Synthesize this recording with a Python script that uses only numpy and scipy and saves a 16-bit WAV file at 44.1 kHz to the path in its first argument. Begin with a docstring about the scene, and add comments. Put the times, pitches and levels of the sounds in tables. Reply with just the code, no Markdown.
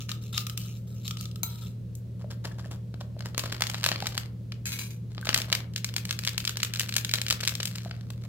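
"""A plastic packet is tipped over a glass bowl and squeezed in pulses: its creases snap and rustle.
Each snap is a click with a dying flutter; fine crumpling is many small ones at random moments.
A steel spoon stirs paste in the bowl, knocks its wall and is let go on the rim: short bursts
pass through the damped spoon's resonances, and decaying sines make the ring of glass and steel.
A motor hums over rumble and hiss in a small room; two microphone ports listen from close above."""
import sys
import numpy as np
from scipy import signal
from scipy.fft import rfft, irfft
from scipy.io import wavfile

SR = 44100
rng = np.random.default_rng(int(sys.argv[2]) if len(sys.argv) > 2 else 0)


def output_pcm(signal):
    """Save a mono or channel-first signal as 16-bit PCM at the path in sys.argv[1].

    Samples are clipped to [-1, 1] before scaling.
    """
    pcm = np.clip(np.atleast_2d(signal).T, -1, 1) * 32767
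    wavfile.write(sys.argv[1], SR, np.round(pcm).astype(np.int16))


N = 365148

# Tone of the plastic film, also used for the rasp of the spoon's edge: (pitch_hz, gain_db)
FILM_TONE = [(120, -18), (330, -18), (650, -16), (1000, -11.5), (1600, 1), (1980, 1), (2350, 5),
             (4200, 7.5), (6000, 4), (7600, 3.5), (9800, -7), (12000, -4), (15500, -7.5)]
# Squeezes that coax the powder out, about six a second: (start_s, energy_db,
# highs_against_mids_db, tightening_crease_energy_db, spring_back_s, spring_back_energy_db)
SQUEEZES = [(5.7616, -2.5, -6.5, -25, 5.8451, -0.5), (5.9644, 1, -5.5, -13.5, 6.0532, -8),
            (6.109, 0.5, -6.5, -23, 6.1903, -5.5), (6.275, 2.5, -10, -4.5, 6.3795, 1),
            (6.4761, 1, -10, -2, 6.5709, -4.5), (6.6312, 3.5, -3, -27, 6.7372, -4),
            (6.7964, 3, 0.5, -13, 6.892, -6), (6.965, 6, -0.5, -5.5, 7.048, -1.5),
            (7.138, 6, -5.5, -6.5, 7.2158, -1), (7.3082, 6.5, -5.5, -4.5, 7.4091, -7),
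            (7.4757, 5, -3.5, -6.5, 7.553, -4.5), (7.6553, -1.5, 0.5, -3.5, 7.757, -11)]
# Strokes of the spoon through the paste: (start_s, length_s, level_db before layer gains, groan_hz)
STROKES = [(0, 0.0067, -37, 3600), (0.084, .022, -40.5, 1730), (0.213, 0.068, -51, 3640),
           (0.325, 0.075, -39, 3660), (0.566, 0.13, -47.5, 2980), (0.701, 0.07, -56.5, 3600),
           (0.867, 0.2, -59, 3400), (1.044, 0.037, -42.5, 4230), (1.181, 0.051, -45, 4630),
           (1.46, .12, -50.5, 3300), (1.608, 0.057, -47.5, 3570)]


def amp(db):
    """Turns decibels into gain."""
    return 10 ** (np.asarray(db) / 20)


def unit(x):
    """Scales each channel of a sound to energy one."""
    return x / np.sqrt(np.sum(x ** 2, -1, keepdims=True) + 1e-20)


def read(points, hz):
    """Reads a (pitch_hz, value) table with straight lines on a log-frequency axis."""
    f, value = np.transpose(points)
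    return np.interp(np.log(hz + 1), np.log(f + 1), value)


def level(rows):
    """Turns (time_s, level_db) points into gain for every sample, silent outside their span."""
    s, db = np.transpose(rows)
    return np.interp(np.arange(N) / SR, s, amp(db), left=0, right=0)


def pushes(rows, attack_s, release_s):
    """Pushes of the hand (start_s, length_s, level_db) as gain: each builds up, holds and dies away."""
    t = np.arange(N) / SR
    total = np.zeros(N)
    for s, length, db, *_ in rows:
        build_up = np.clip((t - s) / attack_s, 0, 1)
        die_away = np.exp(-np.maximum(t - s - length, 0) / release_s)
        total += amp(db) * build_up * die_away
    return total


def add(mix, s, sound):
    """Mixes a sound into both channels at time s."""
    part = mix[:, max(round(s * SR), 0):][:, :sound.shape[1]]
    part += sound[:, :part.shape[1]]


def convolve(x, response):
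    """Filters both channels and keeps the scene's length."""
    return signal.oaconvolve(x, response, axes=1)[:, :N]


def causal(gain):
    """Minimum-phase spectrum with this gain, so that a filtered click starts at once."""
    both_sides = np.r_[gain, gain[-2:0:-1]]
    log_gain = np.log(np.maximum(both_sides, 1e-5))
    return np.exp(np.conj(signal.hilbert(log_gain)))[:len(gain)]


def bins(size=2048):
    """Frequencies of a short spectrum, in Hz."""
    return np.fft.rfftfreq(size, 1 / SR)


def burst(decay_s, spike, alike_hz=2600, lag_ms=0.093, size=2048):
    """Spectra of a click and its dying flutter at both ports: alike in the bass, later on the left."""
    t, hz = np.arange(size) / SR, bins(size=size)
    envelope = np.exp(-t / decay_s) * (1 - np.exp(-t * SR / 10))
    flutter = unit(rng.standard_normal((3, size)) * envelope)
    flutter[:, 2] += spike  # the first crack, early in the flutter
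    z = rfft(flutter)
    # the third flutter is shared; the other two belong to one port each
    same = 1 / np.sqrt(1 + (hz / alike_hz) ** 2)
    z = same * z[2] + np.sqrt(1 - same ** 2) * z[:2]
    z[0] *= np.exp(-2j * np.pi * hz * lag_ms / 1e3)
    return z


def grains(per_s, spread_db):
    """Random clicks of very uneven size, with mean power one."""
    size = amp(spread_db * np.minimum(rng.exponential(1, N), 3.5))
    return np.sqrt(N) * unit(size * (rng.random(N) < per_s / SR))


def snap(low_db, high_db, decay_s):
    """One crease flips: large slack facets sound low, small taut ones bright."""
    hz = bins()
    z = burst(decay_s, spike=.8) * causal(amp(read(FILM_TONE, hz)))
    power = np.mean(abs(z) ** 2, 0)
    # energy in the lows, mids and highs, then tilt towards the wanted balance
    low, mid, high = 10 * np.log10(np.bincount(np.digitize(hz, [1800, 6000]), power))
    slack, taut = low_db - low + mid, high_db - high + mid
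    tilt = [(650, 1.42 * slack), (1250, 0.85 * slack), (2400, 0.027), (4800, 0.0074), (7500, taut)]
    return unit(irfft(z * causal(amp(read(tilt, hz)))))


def squeeze_snaps():
    """Each squeeze tightens the film, flips one big crease and lesser ones, then lets it spring back."""
    # Lesser creases as the film starts to yield, buckles further and settles:
    # (after_squeeze_s, energy_against_squeeze_db, highs_against_mids_db)
    lesser_creases = [(-.003, -22.5, -17), (0.0176, -9.5, -3.5), (.128, -11, -10)]
    tighten_s, scatter_s = .0245, 0.00062  # lead of the tightening crease; scatter of the lesser ones
    tighten_high_db, spring_high_db = -4, -3.5  # highs against mids
    taut_low_db, low_spread_db = -13.5, 2.5  # lows against mids, and their random spread
    creases = []
    for s, db, high_db, tighten_db, back_s, back_db in SQUEEZES:
        creases.append((s - tighten_s, tighten_db, tighten_high_db))
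        creases.append((s, db, high_db))
        creases.append((back_s, back_db, spring_high_db))
        for after_s, lesser_db, bright_db in lesser_creases:
            lesser_s = s + after_s + scatter_s * rng.standard_normal()
            creases.append((lesser_s, db + lesser_db, bright_db))
    return [(s, db, taut_low_db + low_spread_db * rng.standard_normal(), high_db)
            for s, db, high_db in creases]


def packet(knock_s=0.0045, neighbour_db=-13, delay_s=0.0066):
    """Creases of the film snap loudly; its whole bulging wall knocks as short dying sines."""
    # Loudest creases as the packet is turned and gripped:
    # (start_s, energy_db, lows_against_mids_db, highs_against_mids_db)
    loud_snaps = [(1.953, -20, -38, 13), (2.714, -18, 8.5, 2), (2.9418, -18, 8.5, -10),
                  (3.011, -16, 5.5, -11), (3.2069, -15, 5, -10), (3.2582, -11.5, 6, -4),
                  (3.3465, -15, 1.5, -12), (3.3791, 0.5, 0.5, 2.5), (3.3941, -2, -9.5, -3),
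                  (3.4382, -8, 7, -4), (3.4594, -10, 4, -5), (3.525, -5, 2, -6), (3.608, -4.5, 1, -3),
                  (3.621, 5, -4.5, -7.5), (3.669, -5, -16, -5), (3.6988, -5, -4.5, -2),
                  (3.7446, -5, -1.5, -10), (3.841, 4, -4.5, -6.5), (3.8629, 5.5, -1.5, -6),
                  (3.8888, 1.5, -8, -8), (3.9167, 0.5, 1, -13), (4.0232, -11, 0, -10.5),
                  (4.069, -1, -10, -4), (4.1784, .5, -6.5, -6), (4.521, -13, -9, -14.5),
                  (5.1803, -12.5, 2, -29), (5.2549, -10, 2, 0), (5.271, -5.5, -2, -15),
                  (5.2911, 4.5, -1.5, -10.5), (5.3297, -5.5, -3, -17), (5.3435, 0.5, -8, 0),
                  (5.345, 7, -11, -7.5), (5.3616, -2, -2, -17), (5.3764, 0, -8, 0),
                  (5.418, -4.5, -24, -6.5), (5.519, -9, -13, -6), (5.5274, 7, -11, -10),
                  (5.551, 0.5, -11, -3.5), (7.9113, -12, 2, -23), (8.1039, -16, -1, -3)]
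    # Soft knocks of the bulging packet as the powder shifts: (start_s, energy_db, pitch_hz)
    knocks = [(2.2438, -15.5, 600), (2.456, -19, 630), (2.514, -25, 1720), (2.645, -23.5, 1750),
              (2.658, -21, 610), (3.012, -23, 584), (3.166, -19, 614), (4.025, -7.5, 793),
              (5.228, -14.5, 1550), (7.86, -14, 683)]
    out, t = np.zeros((2, N)), np.arange(2048) / SR
    for s, db, low_db, high_db in loud_snaps + squeeze_snaps():
        add(out, s, amp(db) * snap(low_db, high_db, decay_s=0.0024))
        # each snap tips a neighbouring crease a moment later
        wait, size = rng.exponential(1), rng.uniform(.5, 2)
        neighbour = snap(low_db, high_db, decay_s=.001)
        add(out, s + delay_s * wait, size * amp(db + neighbour_db) * neighbour)
    for s, db, hz in knocks:
        knock = np.sin(2 * np.pi * hz * t) * np.exp(-t / knock_s)
        add(out, s, amp(db) * unit(knock)[None])
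    return out


def crumple(effort, level_db, low_db, high_db, per_s, count=9):
    """Tiny creases, each with its own colour, give way as the fingers work the film."""
    out = np.zeros((2, N))
    clicks = effort * grains(per_s, spread_db=6.5)
    which = rng.integers(count, size=N)
    for k, (low, high) in enumerate(rng.standard_normal((count, 2))):
        crease = snap(low_db + 5 * low, high_db + 5 * high, decay_s=.0009)
        out += convolve((clicks * (which == k))[None], crease)
    return out * amp(level_db)


def packet_rustle():
    """Fine crumpling of the film follows the effort of the hands: shaken, loose, held or taut."""
    # Light shakes of the tipped packet: (start_s, length_s, level_db before layer gain)
    shakes = [(2.193, .014, -53.5), (2.3, 0.019, -47.5), (2.44, 0.02, -44.5), (2.51, 0.016, -56),
              (2.58, 0.022, -52), (2.64, 0.018, -55), (2.705, 0.028, -52), (3.0, 0.016, -53),
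              (3.25, 0.013, -49)]
    # Gathering in one hand, gripping with the other, lifting away: (time_s, level_db before layer gain)
    gathering = [(3.17, -59), (3.365, -71), (3.41, -46), (3.57, -54), (3.9, -45), (4.05, -46.5),
                 (4.28, -66)]
    gripping = [(5.1, -58.5), (5.21, -56), (5.35, -39), (5.48, -49), (5.54, -44), (5.66, -75)]
    lifting = [(7.7, -73), (7.82, -53), (7.97, -75), (8.2, -66.5), (8.26, -52)]
    lead_s, length_s = 0.012, 0.026  # each squeeze's rustle starts just before its snap
    squeeze_rows = [(s - lead_s, length_s, db) for s, db, *_ in SQUEEZES]
    squeezing = pushes(squeeze_rows, attack_s=0.0066, release_s=0.16)
    shaking = pushes(shakes, attack_s=0.0023, release_s=0.017)
    holding = level(gripping) + level(lifting)
    shaken = crumple(shaking, level_db=3.5, low_db=3, high_db=-5.5, per_s=1500)
    loose = crumple(level(gathering), level_db=5, low_db=-4.5, high_db=-10.5, per_s=340)
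    held = crumple(holding, level_db=2, low_db=-3, high_db=-7.5, per_s=300)
    taut = crumple(squeezing, level_db=-47.5, low_db=-5.5, high_db=-6, per_s=110)
    return shaken + loose + held + taut


def ring(place, damping=0):
    """Modes of glass and steel, weighted by where the blow lands; contact damps them (per s)."""
    # Ring of bowl and spoon together: (pitch_hz, time_to_fall_60_db_s, wall_blow_db, rim_blow_db)
    ring_modes = [(945, .6, -12, -20), (1340, .2, -5, -14), (2220, .36, -15, -4), (2455, .1, -18, 3),
                  (4002, .28, 0, -2), (4700, .08, -10, 0), (6112, .25, -12, 1), (6290, .13, 2, -12),
                  (6820, .06, -11, 2), (7580, .1, -1, -1), (8548, .2, -15, -3), (10280, .14, -7, -10),
                  (11060, .16, -11, -2), (11330, .05, -11, 1), (12550, .05, -2, -14), (13825, .15, 2, -4),
                  (14580, .09, -12, 2), (15150, .15, -6, -5)]
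    t = np.arange(SR) / SR
    phases = 2 * np.pi * rng.random((len(ring_modes), 2, 1))
    modes = np.zeros((2, SR))
    for (hz, t60, wall, rim), phase in zip(ring_modes, phases):
        fading = amp(wall + place * (rim - wall) - 60 * t / t60)
        modes += fading * np.sin(2 * np.pi * hz * t + phase)
    return unit(modes * np.exp(-damping * t))


def clinks(ring_db=-8, clack_db=-1, chatter_per_s=600, damping=330, rasp=0.66, body_db=7, size=8192):
    """Steel meets glass in a buzz of tiny rebounds: a choked clack at each, then the free ring."""
    # Spoon striking the glass: (start_s, energy_db before layer gains, chatter_s, place 0 wall to 1 rim)
    strikes = [(1.4322, 1, .0015, 0), (4.6562, -1, .02, 1), (4.7201, -2.5, .021, 1), (4.7894, -3, .026, 1),
               (4.9066, -19, .008, 1)]
    out, t = np.zeros((2, N)), np.arange(size) / SR
    body = read([(900, body_db), (2500, 0)], bins())  # the bowl's weight fills out the low end
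    for s, db, chatter_s, place in strikes:
        rebounds = rng.standard_normal(size) * (rng.random(size) < chatter_per_s / SR)
        rebounds[0] = 2
        rebounds = (rebounds * np.exp(-t / (2 * chatter_s)))[None]
        # the handle's edge rasps on the rim; on the wall the blow is cleaner
        edge_colour = causal(amp(read(FILM_TONE, bins()) + body))
        edge = unit(irfft(burst(decay_s=0.0084, spike=1.0) * edge_colour))
        clack = ring(place, damping)[:, :edge.shape[1]] + rasp * (1 + 2 * place) / 2 * edge
        add(out, s, amp(db + clack_db) * unit(convolve(rebounds, clack)))
        # the ring builds up while the chatter lasts
        build = 1 - np.exp(-np.arange(SR) / SR / (.5 * chatter_s))
        add(out, s, amp(db + ring_db) * unit(ring(place) * build))
    return out


def spoon_colour(treble_db, shift=0.015, uneven_db=-1.5):
    """Damped resonances of the held spoon; they shift with each point of contact."""
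    # Broad resonances of the spoon pressed on the glass,
    # before random shifts: (pitch_hz, width_hz, gain_db)
    spoon_modes = [(1245, 44, 4.5), (1344, 34, -0.5), (2840, 650, -1.5), (3790, 740, 2), (4500, 190, -23),
                   (5300, 1000, 0), (6100, 210, -5), (7140, 700, -1.5), (8460, 190, -3), (11370, 170, -8),
                   (12800, 150, -2), (14500, 760, -6)]
    hz = bins()
    power = np.zeros(len(hz))
    for (f, width, db), (a, b) in zip(spoon_modes, rng.standard_normal((len(spoon_modes), 2))):
        off_pitch = (hz ** 2 - (f * (1 + shift * a)) ** 2) / (width * hz + 1)
        power += amp(db + uneven_db * b) ** 2 / (1 + off_pitch ** 2)
    treble = amp(read([(4500, 0), (11000, treble_db)], hz))
    return causal(np.sqrt(power) * treble)


def groans(bite_db=36, groan_s=0.0014):
    """Under real pressure the spoon's edge bites and groans, at a pitch set by where it touches."""
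    out, t = np.zeros((2, N)), np.arange(1024) / SR
    for s, length, db, hz in STROKES:
        # squared, so that a light touch hardly groans
        bite = pushes([(s, length, db)], attack_s=0.0051, release_s=0.0094) ** 2
        slips = bite * grains(per_s=740, spread_db=5.5)
        groan = unit(np.sin(2 * np.pi * hz * t) * np.exp(-t / groan_s))
        out += convolve(slips[None], groan[None])
    return out * amp(bite_db)


def stirring(tap_db=12, scrape_db=-3, ring_db=-21, hard_db=13, skid_db=-32, contacts_per_s=35, count=4):
    """The spoon taps and grinds from one gritty spot to the next; the bowl rings faintly with it."""
    # Spoon tapping the bottom of the bowl: (start_s, level_db before tap_db, treble_db before hard_db)
    bowl_taps = [(0.092, -21, -19), (0.116, -18, -19), (0.378, -10, -17.5), (0.467, -20, -13),
                 (0.4972, -22, -14), (0.5756, -18, -5), (1.0786, -19.5, -15), (1.109, -20.5, -21),
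                 (1.17, -26, -22), (1.2094, -24.5, -9), (1.255, -26.5, -18), (1.313, -35.5, -16),
                 (1.358, -30, -14)]
    out, pressure = groans(), pushes(STROKES, attack_s=0.0049, release_s=0.017)
    for s, db, treble_db in bowl_taps:
        tap = irfft(burst(decay_s=0.0024, spike=0.11) * spoon_colour(treble_db + hard_db))
        add(out, s, amp(db + tap_db) * unit(tap))
    # the contact moves on at random moments, round a few spots
    spot = np.cumsum(rng.random(N) < contacts_per_s / SR) % count
    for k in range(count):
        slips = (spot == k) * grains(per_s=580, spread_db=1.0)[None]
        grind = unit(irfft(burst(decay_s=0.00067, spike=0.092) * spoon_colour(treble_db=-1.5)))
        out += amp(scrape_db) * convolve(pressure * slips, grind)
        # a thin bright skid stays even where the touch is light
        skid = unit(irfft(burst(decay_s=0.00013, spike=0.72) * spoon_colour(treble_db=6)))
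        out += amp(skid_db) * convolve(np.sqrt(pressure) * slips, skid)
    return out + amp(ring_db) * convolve(out, ring(place=0.66))


def room(x, wet_db, wall_s=0.018, size=24000):
    """Adds a tail of dense random echoes that swells when the walls answer; the bass lasts longest."""
    # Room decay: (pitch_hz, time_to_fall_60_db_s)
    decay_times = [(300, 0.91), (1500, 0.34), (4000, 0.22), (8000, 0.16), (15000, 0.18)]
    t = np.arange(size) / SR
    echoes = rng.standard_normal((2, size)) * (rng.random((2, size)) < .15)
    echoes = echoes * np.where(t < wall_s, .6, 1)
    hz, at, z = signal.stft(echoes, SR, nperseg=256)
    colour_db = read([(5000, -2.0), (14000, 7)], hz)[:, None]
    fall_db = 60 * at / read(decay_times, hz)[:, None]
    tail = signal.istft(z * amp(colour_db - fall_db), SR, nperseg=256)[1]
    return x + amp(wet_db) * convolve(x, unit(tail))


def ports(x):
    """The left port hears the table top louder than the right, by an amount that varies with pitch."""
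    # Level of the left port over the right: (pitch_hz, lead_db)
    left_lead = [(500, 1.8), (1000, 1.3), (2000, 2), (4000, 4), (8000, 0.5), (12500, 6)]
    lead_db = read(left_lead, np.fft.rfftfreq(N, 1 / SR))
    return irfft(rfft(x) * amp([lead_db / 2, -lead_db / 2]), N)


def background(shaft_hz=38.83):
    """A motor hums at multiples of its shaft speed, over noise shaped into rumble and faint hiss."""
    # Motor hum: (multiple_of_shaft_speed, rms_level_db)
    hum_parts = [(2, -55.5), (3, -38), (4, -53), (5, -52.5), (6, -60)]
    # Room rumble and hiss: (pitch_hz, level_db per Hz)
    air_noise = [(25, -99), (52, -72.5), (75, -65), (130, -68), (164, -76), (176, -58), (203, -76),
                 (300, -81), (520, -84), (800, -101), (2000, -106), (4000, -106), (9000, -113),
                 (15500, -114)]
    t, hz = np.arange(N) / SR, np.fft.rfftfreq(N, 1 / SR)
    # slow random sway of the hum's level
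    slow_noise = irfft(rfft(rng.standard_normal(N)) / (1 + (hz / 2) ** 2), N)
    sway = np.sqrt(N) * unit(slow_noise)
    hum = np.zeros(N)
    for k, db in hum_parts:
        turns = round(k) * shaft_hz * t + rng.random()
        hum += amp(db) * np.sqrt(2) * np.sin(2 * np.pi * turns)
    # part of the noise is shared by both ports, most of it in the bass
    z = rfft(rng.standard_normal((3, N)))
    same = np.clip(read([(180, 0.87), (400, 0.76), (1000, 0.063), (3000, 0.22)], hz), 0, 1)
    mixed = np.sqrt(same) * z[2] + np.sqrt(1 - same) * z[:2]
    noise = irfft(mixed * amp(read(air_noise, hz)), N)
    return hum * (1 + .05 * sway) + noise * np.sqrt(SR / 2)


def scene():
    """Packet and spoon sound in the same room, over the background."""
    packet_in_room = room(packet() + packet_rustle(), wet_db=-6.0)
    spoon_in_room = room(stirring() + clinks(), wet_db=-4.0)
    return ports(packet_in_room + spoon_in_room) + background()


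def record(dry, edge_hz=15950):
    """Clips at full scale, then cuts off the treble above the band edge."""
    low_pass = signal.firwin(255, edge_hz, window=("kaiser", 8), fs=SR)
    return signal.oaconvolve(np.clip(dry, -1, 1), low_pass[None], "same")


dry = scene()
out = record(dry)
output_pcm(out)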